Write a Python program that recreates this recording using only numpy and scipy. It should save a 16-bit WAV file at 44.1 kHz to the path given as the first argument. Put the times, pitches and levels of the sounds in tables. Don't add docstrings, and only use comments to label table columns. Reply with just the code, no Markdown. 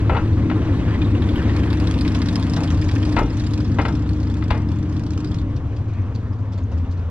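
import sys
import numpy as np
from scipy import signal
from scipy.fft import rfft, irfft
from scipy.io import wavfile
from scipy.ndimage import uniform_filter1d, map_coordinates

SR = 44100
rng = np.random.default_rng(int(sys.argv[2]) if len(sys.argv) > 2 else 0)


def to_wav(s):
    ch = np.atleast_2d(s).T
    pcm = np.round(np.clip(ch, -1, 1) * 32767)
    wavfile.write(sys.argv[1], SR, pcm.astype(np.int16))


N = 313110
TIME, HZ = np.arange(N) / SR, np.fft.rfftfreq(N, 1 / SR)


# pitch_hz, likeness (0-1)
PORT_LIKENESS = [(30, .75), (70, .985), (300, .99), (700, .94), (2000, .9), (3500, .82), (6000, .72),
                 (8000, .45), (11000, .45), (15000, .2)]
# pitch_hz, lead_rad
PORT_LEAD = [(0, 0), (250, .1), (600, .34), (1200, .7), (2400, 1.45), (3200, 1.15), (4000, 1.75), (5000, 2),
             (6500, 2.6), (8000, 3), (9000, 2.5), (11000, 3.1)]
# pitch_hz, level_db
PORT_LEAN = [(60, 5), (300, 2), (1000, 1), (1700, 2), (2800, 0.5), (4000, 0), (5200, -2.5), (7200, 1),
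             (8400, -2), (10000, -3), (13000, -2.5)]
EDGE_HZ = 15100

# time_s, four_stroke_cycles_per_s
ENGINE_SPEED = [(0, 15.05), (.5, 14.95), (1, 14.7), (1.5, 14.55), (1.8, 14.37), (2.5, 14.39), (3.5, 14.43),
                (4.5, 14.39), (5.2, 14.36), (5.6, 14.0)]
FIRING_S, SECOND_CYLINDER = 2.286, .585
PASS_S, RIDE_M_PER_S, LANE_M = 1.82, 6.56, 3.68
# multiple of the cycle rate, level_db
EXHAUST_ORDERS = [(4, -33.5), (5, -28.5), (6, -32), (7, -24.5), (8, -31), (9, -36), (10, -39), (11, -36),
                  (12, -35), (14, -41.5), (15, -36), (17, -41.5), (19, -34.5), (20, -42.5), (21, -29.5),
                  (22, -38.5), (24, -51.5)]
# multiple, crest_s, period_s, depth_db
BOOMING_ORDERS = [(5, 4.19, 2.5, 6), (6, 0.66, 2.1, 6), (7, 2.74, 1.675, 1), (12, 2.27, 2.7, 5),
                  (19, 2.37, 1.7, 4.5), (21, 3.2, 2.4, 0.5)]
# pitch_hz, density_db_per_hz
CHUFF_COLOUR = [(500, -7), (1500, -2.5), (2300, -8.5), (2470, -0.5), (2900, -6.5), (3520, 0.5), (3650, -7),
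                (3780, 0), (4000, -4), (4300, -1), (4540, -3), (4750, -2.5), (5300, -3.5), (5650, -5.5),
                (6200, -8), (7200, -10), (8000, -18.5), (8550, -12), (9200, -17), (10000, -27.5),
                (11200, -25.5), (12500, -28), (15000, -41.5)]
# time_s, level_db
SECOND_PIPE = [(1.6, 2.5), (2.0, -3.5), (2.15, -5), (2.4, -2.5), (2.6, -3.5), (3.5, -2.5), (4.3, -2),
               (5.2, -0.5)]
CHUFF_DB, AHEAD_DB = -35.5, -26
BEAM_AT_M, BEAM_EDGE_M = -.7, 1.6
PUSH_S, PUSH_DB = 4.89, 2
# time_s, loss_db
GIRDER_SHADOWS = [(2.48, 1), (2.78, 4.5), (3.28, 7), (3.75, 1.5), (4.038, 10), (4.65, 11.5), (4.86, 9)]
SHADOW_S = .029
# time_s, delay_s, strength
RAIL_ECHO = [(1.0, .0053, .5), (1.9, .0077, .35), (2.1, .0075, .35), (2.6, .006, .55), (3.1, .0047, .85),
             (3.6, .004, .7), (5.5, .0027, .45)]
CREST_S = .0025
SCATTER, SCATTER_S = .37, .03
CRACKLE_DB, CRACKLE_HZ, STRAY_S = 2.8, 220, .001
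# start_s, snap_db, bark_db, fizz_db
CRACKS = [(1.016, -54, -32, -65), (1.22, -46, -37, -59), (1.29, -48, -32.5, -60), (1.356, -48.5, -33, -57),
          (1.426, -49, -39, -58), (1.495, -56, -35, -72), (1.564, -43.5, -38, -54),
          (1.5917, -44, -29.5, -70), (1.633, -46, -29.5, -60), (1.704, -46, -38.5, -65),
          (1.728, -36, -32.5, -52), (1.798, -33.5, -29.5, -55), (1.871, -31.5, -38.5, -57),
          (1.94, -38, -36.5, -70), (1.987, -35, -39, -59), (2.009, -27, -40, -55),
          (2.076, -29.5, -31.5, -64), (2.147, -28.5, -26.5, -73), (2.2164, -33, -30.5, -72),
          (2.2846, -25, -30, -66), (2.355, -25, -32, -58), (2.5615, -30, -38, -63),
          (2.632, -34.5, -42, -61), (2.82, -44, -32, -68), (2.888, -33, -34, -63), (2.958, -36, -33, -64),
          (3.027, -35.5, -34.5, -68), (3.123, -33, -45, -68), (3.4, -40.5, -52, -71),
          (3.4632, -37.5, -47, -69), (3.601, -34.5, -47, -73), (5.342, -40.5, -47.5, -77)]
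# pitch_hz, density_db_per_hz
SNAP_COLOUR = [(500, -11.5), (1500, -2), (2900, -11.5), (3550, 3.5), (3650, -1.5), (3770, 9), (4000, 4.5),
               (4300, 7), (4540, 9), (4750, 7), (5300, 7), (5700, -1), (6300, -14.5), (8000, -17.5),
               (8600, -12), (10000, -28.5), (15000, -39.5)]
# pitch_hz, density_db_per_hz
BARK_COLOUR = [(500, -15), (1200, -5), (1720, 2.5), (2250, 1), (2460, 3), (2800, -2.5), (3400, -2),
               (3900, -9.5), (5000, -31), (9000, -50), (15000, -73)]
# pitch_hz, density_db_per_hz
FIZZ_COLOUR = [(3000, -16), (6000, -6), (8500, 2), (10000, 4), (11500, 1), (13000, -1), (14300, -8.5),
               (15000, -18)]
# start_s, level_db
PUFFS = [(5.5606, -42), (5.7162, -56), (5.7636, -45.5), (5.8794, -48), (5.9322, -48), (6.1453, -41.5),
         (6.2, -55.5), (6.2745, -58), (6.3298, -53), (6.3852, -53), (6.5214, -42.5), (6.5763, -45),
         (6.716, -43), (6.7738, -47.5), (6.911, -44), (6.9719, -48.5)]
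# start_s, pitch_hz, peak_db
CHINKS = [(.617, 2620, -32), (.825, 3400, -43), (.881, 1721, -26.5), (.916, 1870, -28), (.944, 1990, -23),
          (1.015, 3450, -29), (1.045, 3600, -32), (1.149, 2650, -28), (1.219, 3310, -28),
          (1.288, 3396, -28), (1.357, 3020, -27), (1.453, 2300, -28), (1.492, 1830, -21),
          (1.568, 2240, -28), (1.702, 3500, -27), (2.05, 2250, -22), (2.675, 3300, -29), (3.65, 3450, -34),
          (5.245, 3830, -34), (5.317, 3330, -33), (5.386, 3450, -35)]

# time_s, pitch_hz, width_hz
DRONE_BAND = [(0, 92.12, 75.37), (2.5, 91.9, 60.51), (5, 102.1, 70.11), (5.95, 100.7, 50.48),
              (6.4, 92.7, 40.57), (6.9, 84.97, 21.93), (7.1, 82.5, 21.85)]
# time_s, level_db
DRONE_LEVEL = [(0, -18.5), (.4, -20), (1.5, -23), (2.0, -34), (2.45, -32), (2.75, -20), (3.3, -26.5),
               (3.8, -23.5), (4.3, -33), (5.2, -25), (5.45, -24), (5.95, -21.5), (6.4, -25), (6.85, -20.5),
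               (7.1, -24)]
# time_s, level_db
ROAR_LEVEL = [(0.0, -38), (0.47, -39.5), (0.6, -37), (0.87, -36.5), (1.32, -36), (1.54, -35), (2.69, -38),
              (3.1, -39), (3.44, -41), (6.43, -44.5), (7.1, -44)]
# pitch_hz, density_db_per_hz
ROAR_COLOUR = [(250, -12), (450, 7.5), (600, 1.5), (820, -3), (1030, 0), (1350, -5), (1800, -8),
               (2600, -11.5), (3800, -16.5), (4800, -22.5), (7000, -28), (9400, -35), (10500, -41),
               (13000, -44), (15000, -74.5)]
# pitch_hz, density_db_per_hz
DECK_COLOUR = [(30, -67), (110, -22), (165, 1.5), (200, -1.5), (240, 3.5), (265, 3.5), (300, 5.5),
               (325, -1.5), (355, -5.5), (440, -14.5), (520, -22.5), (800, -60), (4000, -110)]
# time_s, level_db
DECK_LEVEL = [(0, -28), (.5, -23), (.9, -25), (1.25, -22), (1.8, -25), (2.25, -26.5), (2.6, -31),
              (3.15, -24.5), (3.4, -31.5), (3.75, -26), (4.1, -31), (5.2, -31.5), (5.7, -38), (6.55, -35.5),
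              (6.75, -33.5), (7.1, -40)]
# time_s, pitch_factor
DECK_PITCH = [(0, 1.05), (1.3, 1.04), (2.2, .99), (5.3, 1), (6.1, .91), (7.1, .87)]
# time_s, level_db
RATTLE_LEVEL = [(0, -46.5), (.55, -50), (.95, -44), (1.1, -55), (1.4, -38), (1.7, -45.5), (2.3, -45.5),
                (2.8, -52), (3.3, -49), (4.5, -61), (5.5, -69.5)]
# pitch_hz, density_db_per_hz
RATTLE_COLOUR = [(400, -12.5), (930, 1), (1250, -7), (1750, 2.5), (2300, -5), (2460, -2.5), (2900, -9),
                 (3550, -8), (4500, -14), (7000, -27), (10000, -38), (15000, -57)]
# start_s, level_db, brightness_db_per_octave, thump_db, decay_s
CLANKS = [(0.0966, -20, -4, -28, 0.011), (0.115, -23, -12, -21, 0.029), (.131, -29, -4, -26, 0.011),
          (.148, -24, -5, -18, .022), (0.1663, -24, -2, -17, 0.02), (0.5, -30.5, 2, -51, .006),
          (.513, -26, -2, -49, 0.0075), (2.569, -29.5, -9, -27, 0.058), (3.1667, -20.5, -1, -15, 0.017),
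          (3.185, -22, -4, -25, 0.018), (3.194, -24, -6, -16, 0.021), (3.217, -25, -12, -16, 0.027),
          (3.238, -38, -8, -29, .01), (3.7869, -20.5, -4, -15, 0.016), (3.797, -26.5, -2, -22, 0.015),
          (3.817, -31, -5, -28, 0.015), (3.8517, -24.5, 0.5, -25, 0.015), (3.865, -26.5, -17, -22, 0.014),
          (3.883, -32, -2, -27, 0.02), (4.424, -36, 3, -25, 0.007), (4.505, -29.5, 5, -28, 0.0045),
          (4.5071, -21, 0, -14, 0.011), (4.52, -28, 0, -24, 0.0066), (4.538, -32, -4.5, -29, 0.047)]
# pitch_hz, density_db_per_hz
CLANK_COLOUR = [(120, -19), (300, -8.5), (470, -1), (700, -2.5), (1050, -2), (1190, -4.5), (1340, -2),
                (1520, -4), (2100, -5), (2320, -8), (2700, -9.5), (3200, -13.5), (3500, -12.5),
                (4000, -15.5), (4700, -20.5), (5500, -29.5), (8000, -40), (14000, -68)]
# pitch_hz, level_db, t60_s
PANEL_MODES = [(452, 6, .25), (517, 1, .25), (587, -3, .25), (845, 6, .15), (921, 0, .3), (1001, -3, .2),
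               (1287, 1, .25), (1325, 1, .22), (1394, -1, .18), (1590, -2, .2), (1938, 0, .18),
               (2114, 0, .24), (2439, -1, .18), (2627, -3, .2), (2853, -6, .2), (2950, -5, .16),
               (3440, -8, .12)]
SLAP_ECHO_S, TRUSS_ECHO_S, THUMP_S = .003, .05, .013
# (after s, within s), weaker than (dB)
REBOUND_S, REBOUND_DB = (.005, .035), -23.5

# pitch_hz, density_db_per_hz
AIR_COLOUR = [(15, 13), (30, 22), (50, 19.5), (90, 36), (300, 7.5), (1000, 2.5), (2500, -16), (4000, -20.5),
              (6000, -17.5), (7400, -25), (8100, -41), (8900, -32.5), (10500, -39), (12500, -52),
              (14000, -78.5)]
# start_s, start_hz, level_db
CHIPS = [(5.31, 5950, -59), (5.5, 5904, -62), (5.85, 6100, -67), (6.014, 6800, -61), (6.323, 5800, -55),
         (6.574, 7500, -61), (6.632, 7150, -56.5), (6.725, 6700, -58)]
CHIP_S, CHIP_FALL_HZ_PER_S = .015, 95000


def amp(db):
    return 10 ** (np.asarray(db) / 20)


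def unit(x):
    return x / np.sqrt(np.mean(x ** 2) + 1e-20)


def curves(rows):
    s, *columns = np.transpose(rows)
    return [np.interp(TIME, s, c) for c in columns]


def read(points, hz):
    f, value = np.transpose(points)
    return np.interp(np.log(hz + 1), np.log(f + 1), value)


def add(mix, s, sound):
    part = mix[..., round(s * SR):][..., :sound.shape[-1]]
    part += sound[..., :part.shape[-1]]


def wander(rate):
    hz = np.fft.rfftfreq(N // 10, 10 / SR)
    slow = irfft(rfft(rng.standard_normal(N // 10)) / (1 + (hz / rate) ** 4))
    return np.interp(TIME, np.arange(len(slow)) * 10 / SR, unit(slow))


def ports(drive, colour, turn, lean_db=0):
    size = drive.shape[1]
    hz = np.fft.rfftfreq(size, 1 / SR)
    a, b = rfft(drive)
    same = read(PORT_LIKENESS, hz)
    side = amp((read(PORT_LEAN, hz) + lean_db * hz / (hz + 900)) / 2)
    left = a * side * np.exp(-1j * turn * read(PORT_LEAD, hz))
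    right = (same * a + np.sqrt(1 - same ** 2) * b) / side
    return irfft(np.array([left, right]) * unit(amp(read(colour, hz))), size)


def bass_pair(x, lean_db=0):
    return x * amp(np.array([[1], [-1]]) * (lean_db + 1.25) / 2)


def dapple(x, depth_db, size=512):
    z = signal.stft(x, nperseg=size, noverlap=size * 3 // 4)[2]
    patches = rng.standard_normal(z.shape[1:])
    patches = uniform_filter1d(uniform_filter1d(patches, size=7, axis=0), size=9, axis=1)
    gain = unit(amp(depth_db * np.clip(unit(patches), -2, 2)))
    return signal.istft(z * gain, nperseg=size, noverlap=size * 3 // 4)[1][:, :N]


def clicks(size, per_s, spread_db):
    chance, strength = rng.random(size), rng.standard_normal(size)
    sign = rng.choice([-1, 1], size)
    return unit((chance < per_s / SR) * sign * amp(spread_db * np.clip(strength, -2, 2)))


def engine_turns():
    turns = np.cumsum(curves(ENGINE_SPEED)[0]) / SR
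    return turns - np.interp(FIRING_S, TIME, turns)


def ride():
    along = RIDE_M_PER_S * (TIME - PASS_S)
    ahead = 1 / (1 + np.exp((along - BEAM_AT_M) / BEAM_EDGE_M))
    return -20 * np.log10(np.hypot(along, LANE_M) / LANE_M), ahead


def firing(t, sharpness=3):
    return (t / CREST_S * np.exp(1 - t / CREST_S)) ** sharpness


def rail_echo(x):
    delay_s, strength = curves(RAIL_ECHO)
    return strength * np.array([map_coordinates(side, [(TIME - delay_s) * SR], order=3) for side in x])


def exhaust(level_db=0.0, fade_db=4.0, fade_hz=1.06, low_spread=0.12, high_spread=0.31, high_ahead_db=-4):
    turns, (far_db, ahead) = engine_turns(), ride()
    swells = {}
    for k, crest, period, depth in BOOMING_ORDERS:
        swells[round(k)] = depth * np.cos(2 * np.pi * (TIME - crest) / period)
    stack = np.zeros(N)
    for k, db in EXHAUST_ORDERS:
        k = round(k)
        spread = np.interp(k, [7, 12], [low_spread, high_spread])
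        beam_db = ahead * np.interp(k, [8, 19], [0, high_ahead_db])
        swell = swells.get(k, fade_db * wander(fade_hz))
        gain = amp(db + level_db + spread * far_db + beam_db + swell)
        stack += gain * np.cos(2 * np.pi * (k * turns + rng.random()))
    return bass_pair(np.sqrt(2) * stack * np.interp(TIME, [5.45, 5.75], [1, 0]))


def chuffs(spread=0.97, dull_hz=9500):
    turns, kicks = engine_turns(), np.zeros(N)
    for offset, db in ((0, np.zeros(N)), (SECOND_CYLINDER, curves(SECOND_PIPE)[0])):
        at = np.flatnonzero(np.diff(np.floor(turns - offset)))
        stray, force_db = rng.uniform(-1, 1, (len(at), 2)).T * [[STRAY_S * SR], [2.5]]
        kicks[np.clip(at + stray.astype(int), 0, N - 1)] = amp(db[at] + force_db) ** 2
    t = TIME[:SR // 8]
    scatter = SCATTER * (1 - np.exp(-t / CREST_S)) * np.exp(-t / SCATTER_S)
    power = abs(signal.oaconvolve(kicks, firing(t) ** 2 + scatter ** 2)[:N])
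    envelope = unit(np.sqrt(power) * amp(CRACKLE_DB * wander(CRACKLE_HZ)))
    hiss = dapple(envelope * rng.standard_normal((2, N)), 3.5)

    far_db, ahead = ride()
    shadow_db = sum(db * np.exp(-((TIME - s) / SHADOW_S) ** 2) for s, db in GIRDER_SHADOWS)
    throttle = amp(PUSH_DB * (TIME > PUSH_S)) * np.interp(TIME, [5.39, 5.45], [1, 0])
    level = amp(CHUFF_DB + spread * far_db + AHEAD_DB * ahead - shadow_db)
    near = ports(hiss * throttle * level, CHUFF_COLOUR, turn=0.93, lean_db=-1.5)
    far = irfft(rfft(near) / (1 + (HZ / dull_hz) ** 8), N)
    direct = far + amp(far_db / 2) * (near - far)
    return direct + rail_echo(direct)


def drone(level_db=0, top_hz=128, second_db=-21, third_db=-21):
    hz, width = curves(DRONE_BAND)
    clock = np.cumsum(width) / SR
    steps = np.arange(np.ceil(clock[-1]) * 20) / 20
    z = [1, 1j] @ rng.standard_normal((2, len(steps)))
    r = np.exp(-np.pi / 20)
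    z = np.interp(clock, steps, signal.lfilter([1], np.poly([r, r]), z))
    z /= np.maximum(uniform_filter1d(abs(z) ** 2, SR // 10), 1e-9) ** .43
    z = z * np.exp(2j * np.pi * np.cumsum(hz) / SR)
    tone = unit(irfft(rfft(z.real) / np.sqrt(1 + (HZ / top_hz) ** 16), N))
    for k, db in enumerate((second_db, third_db), 2):
        tone = tone + amp(db) * unit(abs(z) * np.cos(k * np.angle(z)))
    return bass_pair(tone * amp(curves(DRONE_LEVEL)[0] + level_db))


def tyres(deck_db=0.0, roar_db=1.94, grain_db=0.43, flutter_db=1.07, far_db=-48, near_db=-40, dull_hz=1500):
    roar, ring = curves(ROAR_LEVEL)[0], curves(DECK_LEVEL)[0]
    rolled = np.cumsum(curves(DECK_PITCH)[0])
    deck = ports(rng.standard_normal((2, N)), DECK_COLOUR, turn=1)
    deck = np.array([map_coordinates(side, [rolled], order=3, mode="mirror") for side in deck])
    deck = deck * amp(ring + deck_db)
    grains = unit(amp(grain_db * wander(200) + flutter_db * wander(31)))
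    treads = dapple(rng.standard_normal((2, N)) * grains, 1.7)
    near = ports(treads * amp(roar + roar_db), ROAR_COLOUR, turn=1, lean_db=0.5)
    far = irfft(rfft(near) / (1 + (HZ / dull_hz) ** 4) ** .5, N)
    closeness = np.clip((roar - far_db) / (near_db - far_db), 0, 1)
    return deck + far + closeness * (near - far)


def grid_rattle(level_db=1.0, per_s=1500, spread_db=3, clump_db=2.5, clump_hz=60):
    knocks = np.array([clicks(N, per_s, spread_db), clicks(N, per_s, spread_db)])
    knocks = knocks * unit(amp(clump_db * wander(clump_hz)))
    level = amp(curves(RATTLE_LEVEL)[0] + level_db)
    return ports(dapple(knocks, 5) * level, RATTLE_COLOUR, turn=1)


def air(level_db=-33, gust_db=1.35, breeze_db=-43, breeze_hz=32):
    level = amp(level_db + gust_db * wander(5.2))
    hush = ports(rng.standard_normal((2, N)) * level, AIR_COLOUR, turn=0.49)
    breeze = np.array([wander(breeze_hz), wander(breeze_hz)]) * amp(breeze_db + 2 * wander(2))
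    return hush + breeze


def panel_body(x, width_hz=70):
    return sum(amp(db) * signal.lfilter(*signal.iirpeak(hz, hz / width_hz, SR), x)
               for hz, db, t60 in PANEL_MODES if hz > 600)


def panel_ring(t):
    ring = np.zeros(len(t))
    for hz, db, t60 in PANEL_MODES:
        level = amp(db + 3 * rng.uniform(-1, 1) - 60 * t / t60)
        ring += level * np.sin(2 * np.pi * (hz * t + rng.random()))
    return ring


def clank_noise(drive, tilt_db):
    colour = [(hz, db + tilt_db * np.log2(np.clip(hz, 400, 4500) / 1000)) for hz, db in CLANK_COLOUR]
    return ports(drive, colour, turn=0.77, lean_db=9.0)


def clanks(level_db=-1.5, slap=9, echo_slap=8, rebound_slap=0.47, tail_db=-15, tail_tilt_db=-3, ring_db=-9,
           chatter=1500, chatter_share=0.95, scrape_share=.45, body_share=.8, thump_db=-3):
    out, onset = np.zeros((2, N)), SR // 250
    t = np.maximum(TIME[:SR // 2] - onset / SR, 0)
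    gaps = np.diff([row[0] for row in CLANKS], prepend=-1)
    for (s, db, bright, thump, rattle_s), gap in zip(CLANKS, gaps):
        rebound = REBOUND_S[0] < gap < REBOUND_S[1] and db < REBOUND_DB
        hardness = rebound_slap if rebound else 1
        rattle = chatter_share * clicks(len(t), chatter, spread_db=0)
        rattle = rattle + scrape_share * rng.standard_normal((2, len(t)))
        rattle *= (1 - np.exp(-t / .001)) * np.exp(-t / rattle_s)
        rattle[0, onset] += hardness * slap
        rattle[0, onset + round(SLAP_ECHO_S * SR)] += hardness * echo_slap
        echo = amp(tail_db) * (1 - np.exp(-t / 0.0077)) * np.exp(-t / TRUSS_ECHO_S)
        echo = echo * rng.standard_normal((2, len(t)))
        rattle[0] += body_share * panel_body(rattle[0])
        blow = clank_noise(rattle, bright) + clank_noise(echo, bright + tail_tilt_db)
        ring = panel_ring(t)
        ring *= amp(ring_db) / np.std(ring[onset:SR // 40]) * np.minimum(t / .002, 1)
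        push = t / THUMP_S * np.exp(1 - t / THUMP_S)
        push = push * np.sin(2 * np.pi * rng.uniform(46.28, 47.32) * t)
        fade = np.interp(t, [.3, .45], [1, 0])
        clank = fade * amp(db + level_db) * (blow + bass_pair(ring, lean_db=2))
        add(out, s - onset / SR, clank + bass_pair(amp(thump + thump_db) * push))
    return out


def chinks(level_db=-2.0, width_hz=600, decay_s=0.014):
    out, t = np.zeros((2, N)), TIME[:SR // 10]
    clack_band = signal.butter(3, [1000, 3800], "bandpass", fs=SR, output="sos")
    for s, hz, db in CHINKS:
        chatter = rng.standard_normal((2, len(t))) * np.exp(-t / decay_s)
        pole = np.exp((2j * hz - width_hz) * np.pi / SR)
        ring = unit(signal.lfilter([1], np.poly([pole, pole]), chatter).real)
        ring += .45 * unit(signal.sosfilt(clack_band, chatter))
        add(out, s, amp(db + level_db) * ring / abs(ring).max())
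    return ports(out, [(20, 0), (20000, 0)], turn=1)


def cracks(level_db=-3.0, bark_db=-3, fizz_db=0, fizz_tail=.24, fizz_tail_s=.05,
           sputter_share=0.24, sputter_s=0.02):
    (snap, bark, fizz), t = np.zeros((3, N)), TIME[:SR // 6]
    sputter = sputter_share * (1 - np.exp(-t / CREST_S)) * np.exp(-t / sputter_s)
    for s, snap_level, bark_level, fizz_level in CRACKS:
        add(snap, s, amp(snap_level + level_db) * (firing(t, sharpness=2.5) + sputter / 2))
        add(bark, s, amp(bark_level + bark_db) * (firing(t, sharpness=1) + sputter))
        add(fizz, s, amp(fizz_level + fizz_db) * (firing(t) + fizz_tail * np.exp(-t / fizz_tail_s)))
    hiss = dapple(rng.standard_normal((2, N)), 3.8, size=256)
    direct = ports(snap * hiss, SNAP_COLOUR, turn=1.0, lean_db=-3)
    direct = direct + ports(bark * hiss, BARK_COLOUR, turn=1.0)
    direct = direct + ports(fizz * hiss, FIZZ_COLOUR, turn=0.55)
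    return direct + rail_echo(direct)


def bird(level_db=0):
    out, t = np.zeros(N), np.arange(0, CHIP_S, 1 / SR)
    for s, start_hz, db in CHIPS:
        hz = start_hz - CHIP_FALL_HZ_PER_S * t
        whistle = np.hanning(len(t)) ** .5 * np.sin(2 * np.pi * np.cumsum(hz) / SR)
        add(out, s, amp(db + level_db) * whistle)
    return bass_pair(out, lean_db=-7)


def bursts(rows, rise_s, decay_s):
    level, t = np.zeros(N), TIME[:SR // 5]
    for s, db in rows:
        add(level, s, amp(db) * (1 - np.exp(-t / rise_s)) * np.exp(-t / decay_s))
    return level * rng.standard_normal((2, N))


def puffs(level_db=-2, dull_hz=8500, decay_s=0.018, tail_db=-20, tail_s=0.078, tick_db=-8, tick_s=.002):
    hiss = bursts(PUFFS, rise_s=0.0019, decay_s=decay_s)
    hiss = hiss + amp(tick_db) * bursts(PUFFS, rise_s=.0002, decay_s=tick_s)
    hiss = hiss * unit(amp(2.5 * wander(250)))
    hiss = hiss + amp(tail_db) * bursts(PUFFS, rise_s=.01, decay_s=tail_s)
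    pair = ports(dapple(hiss, 3), CHUFF_COLOUR, turn=0.59, lean_db=-0.5)
    return amp(level_db) * irfft(rfft(pair) / (1 + (HZ / dull_hz) ** 8), N)


def far_wash(level_db=-53.5, crest_s=5.97, width_s=0.11):
    swell = amp(level_db) * np.exp(-((TIME - crest_s) / width_s) ** 2)
    colour = [(500, -22.5), (1300, -3), (2500, 1), (4000, -22), (9000, -44), (14000, -68)]
    return ports(swell * rng.standard_normal((2, N)), colour, turn=0.42)


def scene():
    motorcycle = exhaust() + chuffs() + cracks() + puffs()
    bridge = drone() + tyres() + far_wash() + grid_rattle() + chinks() + clanks()
    return motorcycle + bridge + bird() + air()


def record(dry):
    lowpass = signal.firwin(511, EDGE_HZ, window=("kaiser", 9), fs=SR)
    return signal.oaconvolve(dry, lowpass[None], "same")


dry = scene()
out = record(dry)
to_wav(out)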